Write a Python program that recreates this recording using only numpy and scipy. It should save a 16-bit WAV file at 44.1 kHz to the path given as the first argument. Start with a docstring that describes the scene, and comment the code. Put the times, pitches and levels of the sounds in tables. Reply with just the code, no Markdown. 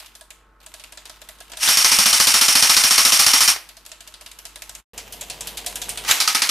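"""Airsoft gun: winding and bursts

An electric airsoft gun on a workshop bench, heard beside the barrel, then, after a short silence, from the front.
Magazine wheel clicks and pellet rattle are shaped noise; hollow knocks are struck modes of the box.
In two bursts gears draw the piston back and it slams about 14 times a second: noise plus shell and body modes.
Low-frequency noise and faint wandering sines fill the room."""
import sys
import numpy as np
from scipy import signal
from scipy.io import wavfile
from scipy.ndimage import uniform_filter1d

SR = 44100
rng = np.random.default_rng(int(sys.argv[2]) if len(sys.argv) > 2 else 0)


def dump(signal):
    """Clip the signal to [-1, 1] and save it as 16-bit WAV at the path in sys.argv[1]."""
    limited = np.clip(np.atleast_2d(signal).T, -1, 1)
    pcm = np.round(limited * 32767).astype(np.int16)
    wavfile.write(sys.argv[1], SR, pcm)


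N = 286650
TIME = np.arange(N) / SR
FRONT_FROM_S = 4.9
FRONT = TIME > FRONT_FROM_S
EDGES_HZ = 25 * 2 ** np.arange(0, 9.4, 1 / 3)  # third octaves

# All levels are relative; "side" = beside the barrel, "front" = from the front.
# Pawl over a wheel tooth: t/s, click level/dB, hollow knock level/dB
PAWL_CLICKS = [(0.0004, -24.5, -52), (0.06, -28.5, -63), (0.1514, -27.5, -56), (0.21, -29, -48.5),
               (0.3049, -24, -52), (0.6025, -43, -64), (0.631, -43, -63), (0.6624, -26, -48.5),
               (0.7395, -22.5, -44.5), (0.797, -26, -54), (0.838, -23.5, -51), (0.9222, -26, -48),
               (0.973, -24, -46), (1.0545, -23.5, -47), (1.0957, -23, -47.5), (1.2164, -25, -45),
               (1.288, -22.5, -48.5), (1.3852, -37, -59), (1.4039, -22, -45), (1.498, -29.5, -51),
               (1.518, -22, -42.5), (1.57, -18, -37.5), (3.6894, -24.5, -51.5), (3.7681, -26, -49),
               (3.8514, -32, -60), (3.8621, -25, -52), (3.8921, -34, -55), (3.9165, -22, -46.5),
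               (4.0056, -24.5, -51), (4.0748, -24, -50), (4.1395, -25.5, -55), (4.2105, -24.5, -48.5),
               (4.261, -22, -47), (4.3142, -25.5, -53), (4.3879, -23.5, -53.5), (4.4528, -20.5, -45.5),
               (4.558, -22, -46), (4.6204, -19.5, -48), (4.6934, -21.5, -48.5), (4.7507, -21, -52),
               (4.9776, -18, -41.5), (5.1236, -19, -41), (5.2096, -19.5, -37.5), (5.2988, -18, -40),
               (5.4074, -18.5, -41.5), (5.4715, -16.5, -43), (5.5717, -15.5, -41), (5.6624, -14, -35),
               (5.7563, -16, -42), (5.8162, -13.5, -42), (5.8917, -13.5, -42), (5.9736, -15, -40.5)]
# Short cracks around the bursts, the last being the sharp crack of the second burst's first slam:
# t/s, level/dB, hollow knock level/dB, brightness/(dB/octave)
BURST_CRACKS = [(1.5337, -26.5, -41, -5.5), (1.6746, -3.5, -45, -4), (3.5612, -18, -51, -5),
                (6.0477, -20, -56, -6), (6.099, -4.5, -48, -4.5), (6.1096, 5.5, -52, -1)]
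# Click and crack spectrum: f/Hz, density/dB
CLICK_SPECTRUM = [(180, -39.5), (300, -22), (764, -11), (1110, -10.5), (1940, -6.5), (3390, -2),
                  (4640, -2.5), (5200, -35), (5740, -3), (12800, -2), (13900, -28), (15100, -33)]
# Click decay: f/Hz, crack t60/s (stretched for front pawl clicks), ringing t60/s
CLICK_DECAY = [(500, 0.012, 0.35), (2500, 0.077, 0.57), (6000, 0.052, 0.37), (11400, 0.011, 0.26)]
# Hollow magazine box modes: f/Hz, side level/dB, front level/dB, t60/s
BOX_MODES = [(616.5, -6.5, -6.5, 0.11), (668, -2.5, -19, 0.049), (721, -16, -1.5, 0.12),
             (970, -14, -8, 0.19), (1670, -3, -9, 0.053)]
# Pellet rattle spectrum: f/Hz, density/dB
RATTLE_SPECTRUM = [(470, -38.5), (800, -1), (1050, -7), (2420, -7), (2980, -3.5), (4530, -13),
                   (5370, -12.5), (12500, -17.5), (15100, -14.5)]
# Background sections: start t/s, room tone level/dB, drift/(dB/s)
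BACKGROUND = [(0, -55, 2.5), (1.62, -50, 0), (3.56, -55.5, 4.5), (4.9, -44, 4.5), (6.09, -52, -30)]
# Room noise spectra: f/Hz, density/dB
ROOM_SIDE = [(15, -36), (25, -7.5), (54, -15), (82, -17.5), (394, -19), (730, -23), (867, -16.5),
             (981, -36), (1060, -20.5), (1320, -17), (1450, -17), (9000, -77), (11700, -85.5),
             (19800, -120)]
ROOM_FRONT = [(15, -30), (25, -6), (87, 3.5), (350, 3), (695, 4.5), (1010, -3), (1290, -16), (1690, -4),
              (1890, -29), (2750, -18), (5000, -23), (6500, -40), (11000, -120)]
# Steady room tones: mean f/Hz, side level/dB, front level/dB
ROOM_TONES = [(48.6, -4, -8), (324, -20.5, -42), (884, -17.5, -34), (1080, -15, -36.5), (1297, -13.5, -40),
              (459, -21, -15.5)]
# Bursts: first slam t/s, slow-start delay/s, share of delay left per shot, cycle/s, slam level/dB,
# first slam level relative to the others/dB, gears at speed t/s, trigger released t/s, gear level/dB,
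# loud start, soon gone/dB
BURSTS = [(1.687, .0176, .21, .07054, -3.5, -1.5, 1.6343, 3.505, -16.5, 0),
          (6.1103, .0225, 0.118, .0716, -4, -8, 6.1, 6.6, -25.5, 14.5)]
# Gear load in one piston cycle, teeth let go just before the slam: t from slam/s, level/dB
STROKE = [(-.055, 0), (-.04, -1), (-.025, -0.5), (-.016, 0), (-.0135, -5), (0, -4.5)]
# Slam spectra: f/Hz, density/dB
SLAM_SIDE = [(24, -60.5), (40, -8.5), (434, -16), (1260, -4), (1580, -8), (2290, -8), (3160, -8), (4150, 0),
             (5590, -2), (6820, -4.5), (9180, -12.5), (12100, -9.5), (15100, -22)]
SLAM_FRONT = [(24, -58), (40, -56), (206, -18.5), (645, -16.5), (891, -9), (4250, 0), (4700, 7),
              (7170, -2.5), (9180, -5), (9890, -11), (12700, -8), (15100, -33)]
# Slam decay: f/Hz, crack t60/s, ringing t60/s
SLAM_DECAY = [(100, 0.077, 0.085), (700, 0.2, 0.24), (2480, 0.22, .35), (5530, 0.017, 0.19),
              (12000, 0.14, 0.31)]
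# Gear grind spectra: f/Hz, density/dB
GRIND_SIDE = [(24, -71), (40, -41.5), (529, -26.5), (806, -13), (2020, -9.5), (2400, -5), (3850, -9),
              (5590, -7.5), (6490, -9), (9420, -9.5), (10400, -14.5), (13000, -12.5), (15100, -25)]
GRIND_FRONT = [(24, -42), (40, -26), (173, -17.5), (584, -11.5), (936, -1), (2020, 0), (2180, -0.5),
               (3010, -1.5), (4050, -3.5), (4940, -1.5), (12400, -11.5), (15100, -12)]
# Gearbox shell resonances: f/Hz, width/Hz, level/dB
SHELL = [(2420, 41, -15.5), (3104, 53, -10), (4570, 120, -7), (5120, 91, -5), (5550, 140, -1.5),
         (8980, 720, -7.5)]
# Receiver and bench modes: f/Hz, side level/dB, front level/dB, t60/s
BODY_MODES = [(69.6, -55.5, -60, .06), (216.6, -36.5, -48, 0.14), (263, -35, -33, 0.14),
              (900, -46, -22, 0.076), (1271, -24, -18.5, 0.094)]
# Left-right correlation of the noise layers: f/Hz, correlation
GUN_LIKENESS = [(60, 0.31), (110, 0.13), (200, 0.43), (370, 0.66), (690, 0.56), (1270, 0.9), (2340, 0.4),
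                (4320, 0.93), (7950, 0.98), (14600, 0.96)]
QUIET_LIKENESS = [(60, 0.98), (180, 1.0), (540, 0.89), (1620, 0.82), (4880, 0.56), (14600, 0.56)]
FRONT_LIKENESS = [(60, 1), (180, 0.99), (540, 0.99), (1620, 0.68), (4880, 0.86), (14600, 0.89)]

LEAN_DB = -0.37  # noise layers, left minus right
TILT_SIDE_DB_PER_OCT, TILT_FRONT_DB_PER_OCT, TILT_SPREAD_DB_PER_OCT = 0.3, 1, 1.0  # pawl clicks
RATTLE_SIDE_DB, RATTLE_FRONT_DB = -2.5, -2.5  # re room tone
SETTLE_DB, SETTLE_DB_PER_S, SHAKEN_FROM_S = 11.5, 105, .605  # pellets settle, then are shaken again
SLAMS_PER_BURST = 26, 6
TIRING_S_PER_SHOT2 = .0000145  # cycle lengthens shot by shot
SWELL_DB_PER_S, SLAM_SCATTER_DB = 0.46, 0.84
SPIN_UP_DB_PER_S, LOUD_START_FALL_DB_PER_S = 549, 450
RUN_DOWN_DB_PER_S, ECHO_DB, ECHO_FALL_DB_PER_S = 381, -18.5, 139.5  # after trigger release
FADE_FROM_S, FADE_DB_PER_S, SILENT_FROM_S, BACK_S = 4.8, 895, 4.845, 4.934
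CUTOFF_HZ = 14850


def amp(db):
    """Decibels to gain."""
    return 10 ** (np.asarray(db) / 20)


def rms_one(x):
    """Scale to unit power."""
    return x / np.sqrt(np.mean(x ** 2) + 1e-20)


def at_hz(rows, hz, column=1):
    """Read one table column on a log-frequency axis."""
    rows = np.array(rows)
    return np.interp(np.log(hz), np.log(rows[:, 0]), rows[:, column])


def band_gains(spectrum):
    """Band gains from a density spectrum, normalised to unit total power."""
    centre_hz = np.sqrt(EDGES_HZ[1:] * EDGES_HZ[:-1])
    gains = amp(at_hz(spectrum, centre_hz)) * np.sqrt(np.diff(EDGES_HZ))
    return gains / np.sqrt(np.sum(gains ** 2))


def grains(per_s, spread_db):
    """Two stereo pairs of uneven random clicks on a little noise."""
    shape = (2, 2, N)
    present = rng.random(shape) < per_s / SR
    sizes = amp(spread_db * np.minimum(rng.exponential(1, shape), 4)) * present
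    return rms_one(sizes * rng.standard_normal(shape) + 0.054 * rng.standard_normal(shape))


def coloured(white, envelope, likeness, likeness_front):
    """Third-octave stereo noise; mid/side mix sets correlation, envelope(k, hz) the gain in time."""
    out = np.zeros((2, N))
    lean = amp(LEAN_DB / 2)
    for k, (low, high) in enumerate(zip(EDGES_HZ, EDGES_HZ[1:])):
        hz = np.sqrt(low * high)
        band = signal.butter(2, [low, high], "band", fs=SR, output="sos")
        mid, side = signal.sosfilt(band, white[k % 2])  # neighbouring bands use different pairs
        alike = np.where(FRONT, at_hz(likeness_front, hz), at_hz(likeness, hz))
        alike = np.clip(alike, 0, 1)
        pair = np.sqrt(1 + alike) * mid + np.sqrt(1 - alike) * side * [[1], [-1]]
        unit_power = np.sqrt(SR / 4 / (high - low))
        out += pair * [[lean], [1 / lean]] * envelope(k, hz) * unit_power
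    return out


def dying(events, gains, t60, rise_s=0.00052):
    """Power envelope: fast rise at each event, exponential decay."""
    train = np.full(N, 1e-12)
    np.add.at(train, np.round(np.array(events)[:, 0] * SR).astype(int), gains ** 2)
    soft = np.exp(-1 / (rise_s * SR))
    poles = np.convolve([1, -soft], [1, -amp(-120 / (t60 * SR))])
    return signal.lfilter([1 - soft], poles, train)


def blow_power(events, gains, decay, hz, ring_db, rise_s):
    """Power of a blow: crack decay plus a scaled ringing decay."""
    crack_s, ring_s = at_hz(decay, hz, column=1), at_hz(decay, hz, column=2)
    crack = dying(events, gains, crack_s, rise_s)
    return crack + dying(events, gains * amp(ring_db), ring_s, rise_s)


def struck(times, level_db, modes, scatter_db):
    """Damped sine modes, each blow exciting each with a random strength and sign."""
    out = np.zeros(N)
    for hz, side_db, front_db, t60 in modes:
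        strikes = np.full(N, 1e-18)
        own = amp(scatter_db * rng.standard_normal(len(times))) * rng.choice([-1, 1], len(times))
        view_db = np.where(times > FRONT_FROM_S, front_db, side_db)
        np.add.at(strikes, np.round(times * SR).astype(int), own * amp(level_db + view_db))
        r, w = amp(-60 / (t60 * SR)), 2 * np.pi * hz / SR
        out += signal.lfilter([0, np.sin(w)], [1, -2 * r * np.cos(w), r * r], strikes)
    return out


def background():
    """Room tone and pellet rattle levels in dB: drifting sections, joins smoothed."""
    start, db, drift_db = np.transpose(BACKGROUND)
    part = np.searchsorted(start[1:], TIME)
    tone_db = uniform_filter1d(db[part] + drift_db[part] * (TIME - start[part]), size=3000)
    shaken_db = np.where(FRONT, RATTLE_FRONT_DB, RATTLE_SIDE_DB)
    settling_db = SETTLE_DB - SETTLE_DB_PER_S * TIME
    return tone_db, tone_db + np.where(TIME < SHAKEN_FROM_S, settling_db, shaken_db)


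def pellet_rattle(rattle_db):
    """Rattle gain in time: random bumps of loose pellets raise a steady level."""
    bump_s, bump_db = rng.uniform(0, N / SR - .01, 300), np.minimum(rng.exponential(4.0, 300), 8)
    bumps = dying(np.column_stack([bump_s, bump_db]), amp(bump_db), .02)
    return amp(rattle_db) * rms_one(np.sqrt(1 + 3 * bumps))


def box_knocks(clicks, front_pawl):
    """Pellets tumble against the hollow box after each click; later hits are weaker."""
    mean_s = np.where(front_pawl, .014, .003)[:, None]
    tumble_s = rng.exponential(1, (len(clicks), 4)) * mean_s + 0.00294
    knock_db = clicks[:, 2:] - 250 * tumble_s
    return struck((clicks[:, :1] + tumble_s).ravel(), knock_db.ravel(), BOX_MODES, scatter_db=2.5)


def room_tones(tone):
    """Sines with 0.1 % rms pitch wander, following the room level."""
    out = np.zeros(N)
    for hz, side_db, front_db in ROOM_TONES:
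        wander = rms_one(uniform_filter1d(rng.standard_normal(N), size=4000))
        line = np.sin(2 * np.pi * np.cumsum(hz * (1 + 0.001 * wander)) / SR)
        out += tone * amp(np.where(FRONT, front_db, side_db)) * rms_one(line)
    return out


def magazine_and_room():
    """Clicks, cracks, rattle and room noise add in power per band; knocks and tones add on top."""
    clicks = np.array(PAWL_CLICKS + [row[:3] for row in BURST_CRACKS])
    pawl = np.arange(len(clicks)) < len(PAWL_CLICKS)
    in_front = clicks[:, 0] > FRONT_FROM_S
    front_pawl = in_front & pawl
    tilt_db = np.where(in_front[pawl], TILT_FRONT_DB_PER_OCT, TILT_SIDE_DB_PER_OCT)
    tilt_db = tilt_db + TILT_SPREAD_DB_PER_OCT * rng.standard_normal(len(PAWL_CLICKS))
    tilt_db = np.append(tilt_db, np.array(BURST_CRACKS)[:, 3])
    scatter = amp(2.2 * rng.standard_normal((len(clicks), len(EDGES_HZ))))
    tone_db, rattle_db = background()
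    tone, rattle = amp(tone_db), pellet_rattle(rattle_db)
    click, hiss = band_gains(CLICK_SPECTRUM), band_gains(RATTLE_SPECTRUM)
    room_side, room_front = band_gains(ROOM_SIDE), band_gains(ROOM_FRONT)
    # from the front the wheel is hidden: reflections draw its crack out
    smeared = np.array(CLICK_DECAY) * [1, 2.2, 1.0]

    def envelope(k, hz):
        gains = amp(clicks[:, 1] - 8 + tilt_db * np.log2(hz / 5000)) * click[k] * scatter[:, k]
        direct = blow_power(clicks, gains * ~front_pawl, CLICK_DECAY, hz, ring_db=-13.5, rise_s=.0006)
        hidden = blow_power(clicks, gains * front_pawl, smeared, hz, ring_db=-11, rise_s=0.00057)
        room = tone * amp(-6.0) * np.where(FRONT, room_front[k], room_side[k])
        return np.sqrt(direct + hidden + (rattle * hiss[k]) ** 2 + room ** 2)

    noise = coloured(grains(6000, spread_db=-0.5), envelope, QUIET_LIKENESS, FRONT_LIKENESS)
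    return noise + box_knocks(clicks, front_pawl) + room_tones(tone)


def bursts():
    """Slam rows (t/s, level/dB) and gear gain: spin-up, loud start, swell, run-down with echo."""
    slams, gears = [], 0
    for shots, row in zip(SLAMS_PER_BURST, BURSTS):
        first, slow, left, cycle, db, first_db, on, off, gear_db, loud_start_db = row
        k = np.arange(shots)
        slam_s = first + slow * (1 - left ** k) + cycle * k + TIRING_S_PER_SHOT2 * k ** 2
        slam_db = db + first_db * (k == 0) + SWELL_DB_PER_S * (slam_s - first)
        slams += zip(slam_s, slam_db + SLAM_SCATTER_DB * rng.standard_normal(shots))
        early, since = np.maximum(on - TIME, 0), np.maximum(TIME - on, 0)
        after = np.maximum(TIME - off, 0)
        level_db = gear_db + SWELL_DB_PER_S * since - SPIN_UP_DB_PER_S * early
        level_db = level_db + np.maximum(loud_start_db - LOUD_START_FALL_DB_PER_S * since, 0)
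        run_down, echo = amp(-RUN_DOWN_DB_PER_S * after), amp(ECHO_DB - ECHO_FALL_DB_PER_S * after)
        gears = gears + amp(level_db) * np.maximum(run_down, echo)
    return np.array(slams), gears + 1e-9


def gear_load(slam_s):
    """Piston stroke load leading up to each slam, as a gain."""
    coming = slam_s[np.minimum(np.searchsorted(slam_s, TIME), len(slam_s) - 1)]
    return amp(np.interp(TIME - coming, *np.transpose(STROKE)))


def resonate(x, hz, width_hz):
    """Two-pole resonance, unit peak gain."""
    r = np.exp(-np.pi * width_hz / SR)
    poles = [1, -2 * r * np.cos(2 * np.pi * hz / SR), r * r]
    return signal.lfilter(np.array([1, 0, -1]) * (1 - r * r) / 2, poles, x)


def shell_singing(teeth, slams, gears, stroke):
    """Tooth chatter excites the shell resonances, gated by meshing and slams."""
    meshing = gears * stroke ** 2.0  # stops more sharply than the grind
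    shake = meshing + np.sqrt(dying(slams, amp(slams[:, 1] - 10), 0.19))
    chatter = teeth[1, 0] + 0.11 * teeth[0]
    singing = sum(amp(db) * rms_one(resonate(chatter, hz, width)) for hz, width, db in SHELL)
    return singing * shake * amp(np.where(FRONT, -18, -7))


def gun():
    """Slams and gear grind add in power per band; shell singing and body thuds add on top."""
    slams, gears = bursts()
    stroke = gear_load(slams[:, 0])
    load = gears * stroke
    scatter = amp(1.2 * rng.standard_normal((len(slams), len(EDGES_HZ))))
    slam = np.where(slams[:, :1] > FRONT_FROM_S, band_gains(SLAM_FRONT), band_gains(SLAM_SIDE))
    grind_side, grind_front = band_gains(GRIND_SIDE), band_gains(GRIND_FRONT)

    def envelope(k, hz):
        gains = amp(slams[:, 1] - 7.5) * slam[:, k] * scatter[:, k]
        hit = blow_power(slams, gains, SLAM_DECAY, hz, ring_db=-4.5, rise_s=0.00041)
        grind = load * np.where(FRONT, grind_front[k], grind_side[k])
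        return np.sqrt(hit + grind ** 2)

    thud = struck(slams[:, 0] + 0.002164, slams[:, 1], BODY_MODES, scatter_db=4.0)
    teeth = grains(9000, spread_db=-0.5)
    noise = coloured(teeth, envelope, GUN_LIKENESS, FRONT_LIKENESS)
    return noise + shell_singing(teeth, slams, gears, stroke) + thud


def scene():
    """Magazine, room and gun, with a fade into a short silence between the two views."""
    fade = amp(-FADE_DB_PER_S * np.maximum(TIME - FADE_FROM_S, 0)) * (TIME < SILENT_FROM_S)
    return (magazine_and_room() + gun()) * np.where(TIME > BACK_S, 1, fade)


def record(dry):
    """Round off loud peaks (tanh), then a steep elliptic low-pass."""
    rounded = .9 * np.tanh(dry / .9)
    low_pass = signal.ellip(10, .5, 70, CUTOFF_HZ, fs=SR, output="sos")
    return np.clip(signal.sosfilt(low_pass, rounded), -1, 1)


dry = scene()
out = record(dry)
dump(out)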